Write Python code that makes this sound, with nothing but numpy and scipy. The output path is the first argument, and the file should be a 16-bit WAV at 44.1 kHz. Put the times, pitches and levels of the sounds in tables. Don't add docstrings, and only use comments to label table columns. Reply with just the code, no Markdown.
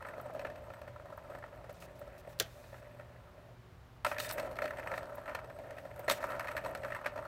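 import sys
import numpy as np
from scipy import signal
from scipy.fft import rfft, irfft, next_fast_len
from scipy.io import wavfile
from scipy.ndimage import map_coordinates

SR = 44100
rng = np.random.default_rng(int(sys.argv[2]) if len(sys.argv) > 2 else 0)


def generate_wav(signal):
    frames = np.transpose(np.atleast_2d(signal))
    scaled = np.clip(frames, -1, 1) * 32767
    pcm = np.round(scaled).astype(np.int16)
    wavfile.write(sys.argv[1], SR, pcm)


N = 320607


def amp(db):
    return 10 ** (np.asarray(db) / 20)


def unit(x):
    return x / np.sqrt(np.mean(x ** 2) + 1e-20)


def along(points, hz):
    point_hz, values = np.transpose(points)
    return np.interp(np.log(hz + 1), np.log(point_hz + 1), values)


def wobble(rate):
    knots = rng.standard_normal(int(N * rate / SR) + 4)
    return map_coordinates(knots, [np.arange(N) * rate / SR])


def filtered(x, response):
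    size = next_fast_len(N + SR // 2)
    spectrum = rfft(x, size) * response(np.fft.rfftfreq(size, 1 / SR))
    return irfft(spectrum, size)[..., :N]


def causal(gain):
    cepstrum = irfft(np.log(gain + 1e-6))
    half = len(cepstrum) // 2
    cepstrum[1:half] *= 2
    cepstrum[half + 1:] = 0
    return np.exp(rfft(cepstrum))


def noise(spectrum):
    return unit(filtered(rng.standard_normal(N), lambda hz: amp(along(spectrum, hz))))


# [pitch_hz, relative density_db per Hz]
AIR_COLOUR = [(20, -35), (30, -17), (50, -1.5), (100, 1), (150, -7.5), (300, -13), (600, -12.5),
              (1200, -15), (2000, -21.5), (4000, -29), (6000, -35), (10500, -41), (13000, -39),
              (16000, -40)]
# [pitch_hz, relative density_db per Hz]
RUMBLE_COLOUR = [(20, -47), (35, -6), (60, 1), (95, -0.5), (125, 0), (200, -63)]
# [pitch_hz, level_db rms before wavering]
HUM_TONES = [(120, -64), (122.8, -66.5), (166, -70.5), (246, -76.5), (369, -74.5)]
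AIR_DB, RUMBLE_DB, RUMBLE_SWELL_DB = -59.5, -62.5, 1.5


def room_tone():
    t = np.arange(N) / SR
    hum = np.zeros(N)
    for hz, db in HUM_TONES:
        level = np.sqrt(2) * amp(db + 1.9 * wobble(6.0))
        phase = 1.33 * wobble(3) + 2 * np.pi * rng.random()
        hum += level * np.sin(2 * np.pi * hz * t + phase)
    air = amp(AIR_DB) * noise(AIR_COLOUR)
    rumble = amp(RUMBLE_DB + RUMBLE_SWELL_DB * wobble(1.26)) * noise(RUMBLE_COLOUR)
    return hum + air + rumble


# [pitch_hz, t60_s]
ROOM_DECAY = [(200, 0.13), (2000, 0.22), (10000, 0.078)]


def walls(x):
    hz, t, grains = signal.stft(rng.standard_normal((4, SR // 3)), SR, nperseg=256)
    decay = amp(-60 * t / along(ROOM_DECAY, hz)[:, None])
    tails = signal.istft(grains * decay, SR, nperseg=256)[1]
    tails = tails / np.linalg.norm(tails[0])
    path = (np.arange(N) // 64) % 4 == np.arange(4)[:, None]
    wet = signal.oaconvolve(x * path, tails, axes=1).sum(0)
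    return np.pad(wet, (200, 0))[:N]


# [pitch_hz, relative density_db per Hz]
FUR_COLOUR = [(1470, -38), (2500, -5), (3110, -18), (3660, -10), (4910, -11), (7710, -9), (8330, -8),
              (9580, -6), (14200, -0.5), (16000, -2.5)]


def tilted(drive):
    def response(hz):
        fur = amp(along(FUR_COLOUR, hz))
        dull = 1 / (1 + (hz / 7500) ** 4)
        return np.array([causal(unit(fur * dull)), causal(unit(fur * (1 - dull)))])
    return filtered(drive, response).sum(0)


SLIDE_FADE_DB = -4.5


def slide(s, length):
    t, edge = np.arange(N) / SR, min(.012, 0.49 * length)
    rise, fall = (t - s) / (0.19 * edge), (s + length - t) / edge
    gate = np.clip(np.minimum(rise, fall), 0, 1) ** 2
    return gate * amp(SLIDE_FADE_DB * np.clip((t - s) / length, 0, 1))


# [start_s, length_s, drive level_db, brightness_db, squeak_db against the drive]
SLIDES = [(0.177, 0.023, -69, 6, -20), (1.693, .03, -63, -1.5, -20), (1.738, 0.067, -66, -2, -20),
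          (1.8, 0.072, -53.5, 3.5, -36), (1.953, 0.047, -65, 3, -20), (2.178, 0.042, -56, 4.5, -27),
          (2.289, 0.061, -58.5, 5, -23), (2.414, 0.403, -59.5, 3.5, -22), (4.063, 0.081, -45.5, 4.5, -30),
          (4.191, 0.09, -39.5, 4.5, -12), (4.281, 0.048, -51, -2.5, -18), (4.322, 0.026, -38, 14, -23),
          (4.606, .12, -64, 10, -9), (4.949, 0.057, -55, 2, -15), (5.764, 0.11, -64, 5, -22),
          (6.092, 0.04, -41, -7, -3), (6.124, 0.069, -46.5, 3.5, -22), (6.203, 0.077, -65, -7, -22)]
SQUEAK_HZ, SQUEAK_HALF_WIDTH_HZ = 3680, 26


def brushing():
    hiss, squeak = np.zeros((2, N)), np.zeros(N)
    for s, length, db, bright_db, squeak_db in SLIDES:
        press = amp(db) * slide(s, length)
        hiss += press * amp([[-bright_db - 4.5], [bright_db - 15]])
        squeak += press * amp(squeak_db)
    rim = lambda hz: 1 / (1 + ((hz - SQUEAK_HZ) / SQUEAK_HALF_WIDTH_HZ) ** 2)
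    ring = unit(filtered(rng.standard_normal(N), rim))
    grain = amp(0.61 * wobble(90)) * rng.standard_normal((2, N))
    return tilted(hiss * grain) + squeak * ring


# [start_s, relative level_db, brightness_db]
CLAW_TICKS = [(0.213, -32.5, 8), (0.3376, -41, 0), (0.62, -59, 5), (0.815, -47, 0), (1.1742, -38, 11),
              (1.7275, -37, 8), (1.9933, -33, 5), (4.2914, -34, -9), (4.9756, -54, 5), (5.1545, -30.5, 13),
              (5.2969, -56, 5), (5.7076, -55.5, -10.5), (5.9933, -27.5, 6), (6.774, -43, -5),
              (7.0044, -55, 5)]


def claws():
    t = np.arange(SR // 30) / SR
    drive = np.zeros((2, N + len(t)))
    for s, db, bright_db in CLAW_TICKS:
        level = amp([[db - 23 - 2 * bright_db], [db - 19.0]])
        tick = level * np.exp(-t / 0.0044) * rng.standard_normal((2, len(t)))
        drive[:, round(s * SR):][:, :len(t)] += tick
    return tilted(drive[:, :N])


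# [start_s, crack drive_db, body drive_db]
SNAP_HITS = [(2.39, -48, -68), (2.3995, -21, -25.5), (2.423, -41, -67)]
# [pitch_hz, relative density_db per Hz]
CRACK_COLOUR = [(800, -30), (2000, -12), (3200, -1), (4200, -1), (6000, -4), (9000, -13), (14000, -8),
                (16000, -11)]
# [pitch_hz, relative density_db per Hz]
BODY_COLOUR = [(150, -46), (350, 1), (600, 6.5), (900, -18), (1500, 2.5), (2600, -9), (5000, -33),
               (9000, -46)]


def snaps():
    t = np.arange(SR // 8) / SR
    crack = np.exp(-t / 0.0036)
    crack[0] = 4.5
    body = np.exp(-t / 0.0081) * (1 - np.exp(-t / 0.0035))
    shapes = np.array([crack, body])
    drive = np.zeros((2, N + len(t)))
    for s, crack_db, body_db in SNAP_HITS:
        hit = amp([[crack_db], [body_db]]) * shapes * rng.choice([-1, 1], (2, len(t)))
        drive[:, round(s * SR):][:, :len(t)] += hit

    def response(hz):
        return np.array([causal(unit(amp(along(c, hz)))) for c in (CRACK_COLOUR, BODY_COLOUR)])
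    return filtered(drive[:, :N], response).sum(0)


# [pitch_hz, half_width_hz, relative level_db]
SHELL_MODES = [(8104, 100, 1.5), (9200, 76, -32), (10200, 72, -13), (12060, 87, -5.5), (13500, 190, -8)]
WHISTLE_DB, WHISTLE_FADE_S = -7, 0.011
SLIDE_WHISTLE_DB, FIRM_SLIDE_DB = -60, -40
SLIDE_GROWS = 1.7
ROLL_WHISTLE_DB = -25


def whistle():
    s, levels_db = knock_levels()
    kicks = np.bincount(np.round(s * SR).astype(int), amp(levels_db[:, 4] + WHISTLE_DB), N)
    skid = signal.lfilter([1], [1, -np.exp(-1 / (WHISTLE_FADE_S * SR))], kicks)
    pushed = np.zeros(N)
    for start, length, db, *_ in SLIDES:
        pushed += amp(SLIDE_WHISTLE_DB + SLIDE_GROWS * (db - FIRM_SLIDE_DB)) * slide(start, length)
    rolled = amp(roll_levels()[-1] + ROLL_WHISTLE_DB + 3.2 * wobble(12))
    flutter = amp(5.0 * wobble(45))
    modes = lambda f: sum(amp(db) / (1 + ((f - hz) / w) ** 2) for hz, w, db in SHELL_MODES)
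    return (skid + pushed + rolled) * flutter * unit(filtered(rng.standard_normal(N), modes))


# [time_s, hum of the hollow_db, low wall_db, rattle of the high wall_db]
ROLLS = [
    [(0.0, -54.5, -52, -62.5), (0.39, -48.5, -59, -62), (0.48, -49.5, -65, -69), (0.65, -54, -59.5, -63),
     (1.08, -56.5, -63.5, -70.5), (1.35, -54, -57.5, -63), (1.95, -58, -68, -67.5),
     (2.23, -56.5, -73, -65.5), (2.43, -62, -73, -68), (2.89, -59, -73, -65), (3.09, -63, -67, -69),
     (3.34, -60, -63.5, -70), (3.52, -60, -77, -71)],
    [(4.06, -70, -66, -70), (4.1, -57, -70, -58), (4.23, -48, -55, -50.5), (4.42, -47.5, -54, -52),
     (4.63, -49, -56.5, -63), (4.8, -50.5, -50, -54.5), (4.97, -50.5, -49, -58.5), (5.79, -53, -64, -62),
     (6.08, -52, -57, -59), (6.29, -49, -42.5, -52), (6.77, -48, -57, -56.5), (6.96, -53, -48.5, -57),
     (7.27, -53.5, -51.5, -62)],
]


def roll_levels():
    t = np.arange(N) / SR
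    gains = np.zeros((3, N))
    for run in ROLLS:
        time_s, *columns = np.transpose(run)
        gains += np.array([amp(np.interp(t, time_s, column, -140, -140)) for column in columns])
    return 20 * np.log10(gains)


SPLIT_HZ = (780, 1550, 2950, 7000)
ROLL_PART_DB = (0.5, -5, -6, -23, -21.5)


def roll_parts():
    hum, low, rattle = roll_levels()
    return np.array([hum, low, rattle, rattle, rattle]) + np.array(ROLL_PART_DB)[:, None]


BUMPS_PER_S = 130
DRIFT_DB = (0.72, 3.2, 3.5, 3.1, 2.5)


def rolling():
    heights = amp(1.75 * rng.exponential(size=N).clip(0, 2.5))
    bumps = (rng.random(N) < BUMPS_PER_S / SR) * heights
    chatter = signal.lfilter([1], [1, -np.exp(-1 / (0.0022 * SR))], bumps)
    smooth = np.array([[2.5], [.45], [.35], [.3], [.3]])
    drift = np.array([db * wobble(7) for db in DRIFT_DB])
    grit = (smooth + chatter) * amp(1.86 * wobble(13) + drift) * rng.standard_normal((5, N))
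    return grit / grit.std(1, keepdims=True) * amp(roll_parts())


# [start_s, low wall level_db, then against that level:
# hollow share_db, hardness_db (high wall), bite in the treble_db (rim and shell)]
BALL_KNOCKS = [(0.023, -35.5, -22, -12, -26.5), (0.048, -35.5, -5.5, -8.5, -30.5),
               (0.066, -34, -4, -22, -28), (0.085, -38.5, -3, -5.5, -23), (0.111, -48, -6, -12, -27),
               (0.136, -41, 5, -7, -30), (0.178, -39.5, 5, -15, -26), (0.198, -35.5, -7, -23, -27),
               (0.257, -42, 2, -16, -25), (0.347, -42, -1, -15, -21), (0.393, -34.5, -2, -7.5, -20),
               (0.414, -41, -7, -4, -23), (0.448, -35, 3, -3, -22), (0.467, -37.5, -3, -6, -24),
               (0.499, -43, -5, -6.5, -18), (0.556, -41, -3, -11, -19.5), (0.702, -37.5, 2, -10, -27.5),
               (0.736, -41.5, -1, -6, -19), (0.815, -44, -1, -8, -17), (0.876, -39.5, -4, -12.5, -24),
               (0.96, -39.5, -6, -26, -30), (0.997, -42, -7, -21, -28), (1.056, -38, 1, -28, -27),
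               (1.1, -43, 0, -24, -23), (1.123, -40.5, -4, -24, -27), (1.176, -36.5, -12, -22, -30.5),
               (1.245, -46, -10, -22, -25), (1.299, -41, -1, -18, -23.5), (1.319, -45, -10, -17, -32),
               (1.349, -36, -0.5, -14, -27), (1.384, -42, -9, -19, -22), (1.424, -41, -7, -7.5, -30),
               (1.438, -35, -3.5, -12.5, -35), (1.642, -43.5, 4.5, -16, -24), (1.693, -44, 8.5, -14, -17),
               (1.822, -44.5, -2, -3, -13), (2.013, -43.5, 3.5, -14, -23), (2.074, -45.5, 3, -19, -21),
               (2.274, -51.5, 12.5, -7, -19), (2.324, -55, 11, -5, -12), (2.639, -48.5, 3, -6, -19),
               (2.727, -47, 2, -11, -22), (2.741, -43.5, 0.5, -10, -23), (2.826, -53.5, 3, -7, -19),
               (2.85, -54, 0, -9, -21), (2.909, -55, 2, -2, -25), (2.995, -48.5, 3, -2.5, -20),
               (3.008, -49, -10, -9, -22), (4.047, -18, -29, -12.5, -18.5), (4.063, -23.5, -7, -9, -18),
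               (4.114, -23, -7.5, -12, -29), (4.144, -37, -19, -12, -20), (4.163, -37.5, -4, -2, -24),
               (4.182, -35, -2, -0.5, -7), (4.199, -28, -14, -11, -6.5), (4.245, -46.5, -6, -12, -1),
               (4.298, -35.5, -9, -7, -8), (4.31, -31.5, -22, -21, -8.5), (4.38, -28, -4, -6, -18),
               (4.396, -28, -2, -8.5, -15.5), (4.427, -40, -4, -12, -19), (4.465, -40.5, -4, -21, -18),
               (4.512, -48, 3, -16, -12), (4.555, -42, -10, -17, -15), (4.566, -38, -1, -12, -17),
               (4.587, -33, -6, -3.5, -18.5), (4.619, -28.5, -5, -6.5, -19.5), (4.64, -35, 7, -6, -18),
               (4.654, -32.5, -4, -4, -15.5), (4.677, -37.5, -14, -3.5, -17), (4.706, -33.5, -12, -7, -22),
               (4.734, -42, -5.5, -7, -27), (4.77, -40.5, -5, -4, -18), (4.784, -35.5, -2, -7, -20),
               (4.795, -36, -2, -8, -21), (4.829, -39, -6, -5, -27), (4.871, -31.5, -1.5, -4.5, -22),
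               (4.914, -30.5, -3, -8, -22.5), (4.938, -28.5, -8, -9, -26), (4.977, -30, -5, -10.5, -18.5),
               (5.028, -37.5, -5, -21, -21), (5.054, -43, 0, -23, -18), (5.179, -35.5, -3, -20, -28),
               (5.257, -39.5, -6, -7, -22), (5.278, -35, -3, -7, -27), (5.293, -38, -12, -3.5, -20),
               (5.348, -27.5, -5, -6.5, -17.5), (5.388, -35.5, -13, -12, -25), (5.443, -37.5, -3, -15, -23),
               (5.499, -37.5, -4, -12, -26), (5.587, -43, 4, -12, -20), (5.782, -39.5, -4, -5.5, -17.5),
               (5.85, -44.5, 5, -7, -19), (5.911, -46, 5, -6, -25), (5.993, -42, 10, -6, -20),
               (6.041, -55, 18, 0, -16), (6.08, -25, 0, -3.5, -16), (6.097, -17, -16, -14, -13.5),
               (6.11, -27, 3, -0.5, -7), (6.117, -27.5, -10, -8, -8.5), (6.227, -31, -2.5, -8, -25),
               (6.239, -22.5, -17, -15, -27.5), (6.301, -34.5, -16, -24, -19.5),
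               (6.317, -33, -14, -10, -19), (6.349, -42, -12, -11, -27), (6.395, -28, -20, -4.5, -17.5),
               (6.406, -32, -11, -6, -21), (6.443, -41.5, -22, 0.5, -20), (6.471, -35.5, -11, -5, -18),
               (6.482, -29.5, -7.5, -6.5, -21), (6.514, -34.5, -17, -8, -17.5), (6.566, -30, -13, -6, -15),
               (6.576, -27, -13, -7, -23), (6.598, -43, -4, -8, -30), (6.639, -41, -8, -7, -19),
               (6.646, -32, -2, -13, -19.5), (6.659, -26, -9.5, -17, -27), (6.749, -32, -3, -6, -15),
               (6.833, -39, 1, -2.5, -19), (6.846, -33, -4, -5, -19.5), (6.903, -37.5, -6, -5, -23),
               (6.92, -32, -3, -7, -26), (6.948, -32, -15, -6, -22), (6.964, -33, -11, -10, -27),
               (7.044, -36.5, -4, -4.5, -22), (7.059, -24.5, -5.5, -5, -20), (7.158, -33.5, -3, -14, -25),
               (7.176, -30.5, -4, -18, -27), (7.188, -30, -7.5, -24, -32), (7.25, -33.5, -12, -22, -28)]
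PART_DB = (-5.5, -10, -1, -1, -8)


def knock_levels():
    s, level, hollow, hard, bite = np.transpose(BALL_KNOCKS)
    return s, level[:, None] + np.transpose([hollow, 0 * s, hard, bite, bite]) + PART_DB


# [pitch_hz, width_hz, relative level_db]
TOY_MODES = [(467, 14, -9), (542, 23, 1), (582.7, 16, 7.5), (601, 28, 6), (643.5, 28, 3.5), (723, 32, -3),
             (922, 57, -2.5), (1006, 31, -1.5), (1310, 55, -0.5), (1376, 300, -3.5), (1816, 165, -2.5),
             (2120, 38, -11), (2310, 54, -18), (2575, 107, -12), (3900, 44, -32), (4260, 77, -20.5),
             (5500, 89, -47), (8600, 73, -27.5), (9100, 110, -45), (9800, 300, -33.5), (11540, 320, -26.5),
             (12800, 600, -29), (13800, 190, -35.5)]
CONTACT_S, FAVOUR_DB = 0.0058, -12


def favoured(t):
    hz = np.transpose(TOY_MODES)[0]
    part = np.searchsorted(SPLIT_HZ, hz)
    picks = np.array([rng.choice(hz[part == k]) for k in range(len(SPLIT_HZ) + 1)])
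    push = np.sin(np.pi * np.clip(t / CONTACT_S, 0, 1)) ** 2
    return amp(FAVOUR_DB) * push * np.sin(2 * np.pi * picks[:, None] * t)


RATTLE_S, RATTLE_SPREAD = .006, .2
BLOW_DB = -6
STUMBLES_PER_S = 90
STUMBLE_DB, STUMBLE_SPREAD_DB = -1, 3.5
STUMBLE_PART_DB = (-5, 2.5, 4, 4, 6)


def knocks():
    t = np.arange(SR // 16) / SR
    drives = np.zeros((5, N + len(t)))
    s, levels_db = knock_levels()
    at = np.flatnonzero(rng.random(N) < STUMBLES_PER_S / SR)
    spread_db = STUMBLE_SPREAD_DB * rng.standard_normal((len(at), 5))
    small_db = roll_parts()[:, at].T + STUMBLE_DB + STUMBLE_PART_DB + spread_db
    starts = [*np.round(s * SR).astype(int), *at]
    blow = amp(BLOW_DB) * np.array([15.9, 12.6, 9, 4.5, 3])
    for i, level_db in zip(starts, [*levels_db, *small_db]):
        length = RATTLE_S * np.exp(RATTLE_SPREAD * rng.standard_normal())
        life = length * np.array([[.6], [.6], [.6], [.5], [.45]])
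        uneven = amp(4.8 * rng.standard_normal(len(t) // 32 + 1).repeat(32)[:len(t)])
        envelope = np.exp(-t / life) * (1 - np.exp(-t / 0.0057))
        burst = envelope * uneven * rng.standard_normal((5, len(t)))
        burst *= np.array([[9], [10], [11], [13], [14]]) / np.linalg.norm(burst, axis=1, keepdims=True)
        burst[:, 0] = blow
        rebound = int(SR * length * rng.uniform(.2, .6))
        burst[:, rebound] = 0.72 * blow * rng.choice([-1, 1])
        drives[:, i:][:, :len(t)] += amp(level_db)[:, None] * (burst + favoured(t))
    return drives[:, :N]


# [pitch_hz, relative density_db per Hz]
CONTACT_COLOUR = [(100, -60), (250, -34), (450, -22), (640, -16), (800, -22), (1100, -19), (2000, -20),
                  (2700, -25), (3200, -33), (5500, -37), (9000, -44), (10600, -48), (13000, -41),
                  (15500, -42)]


def toy(drives):
    def response(f):
        peaks = sum(amp(2 * db) / (1 + (2 * (f - hz) / w) ** 2) for hz, w, db in TOY_MODES)
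        power = peaks + amp(2 * along(CONTACT_COLOUR, f))
        below = [0 * f] + [1 / (1 + (f / edge) ** 10) for edge in SPLIT_HZ] + [1 + 0 * f]
        shares = np.abs(np.diff(below, axis=0))
        return np.array([causal(unit(np.sqrt(power * share))) for share in shares])
    return filtered(drives, response).sum(0)


def scene():
    near = toy(knocks() + rolling()) + whistle() + snaps() + brushing() + claws()
    return (near + amp(-14) * walls(near) + room_tone())[None]


TOP_HZ = 15900


def record(dry):
    return filtered(dry, lambda hz: 1 / (1 + (hz / TOP_HZ) ** 120))


dry = scene()
out = record(dry)
generate_wav(out)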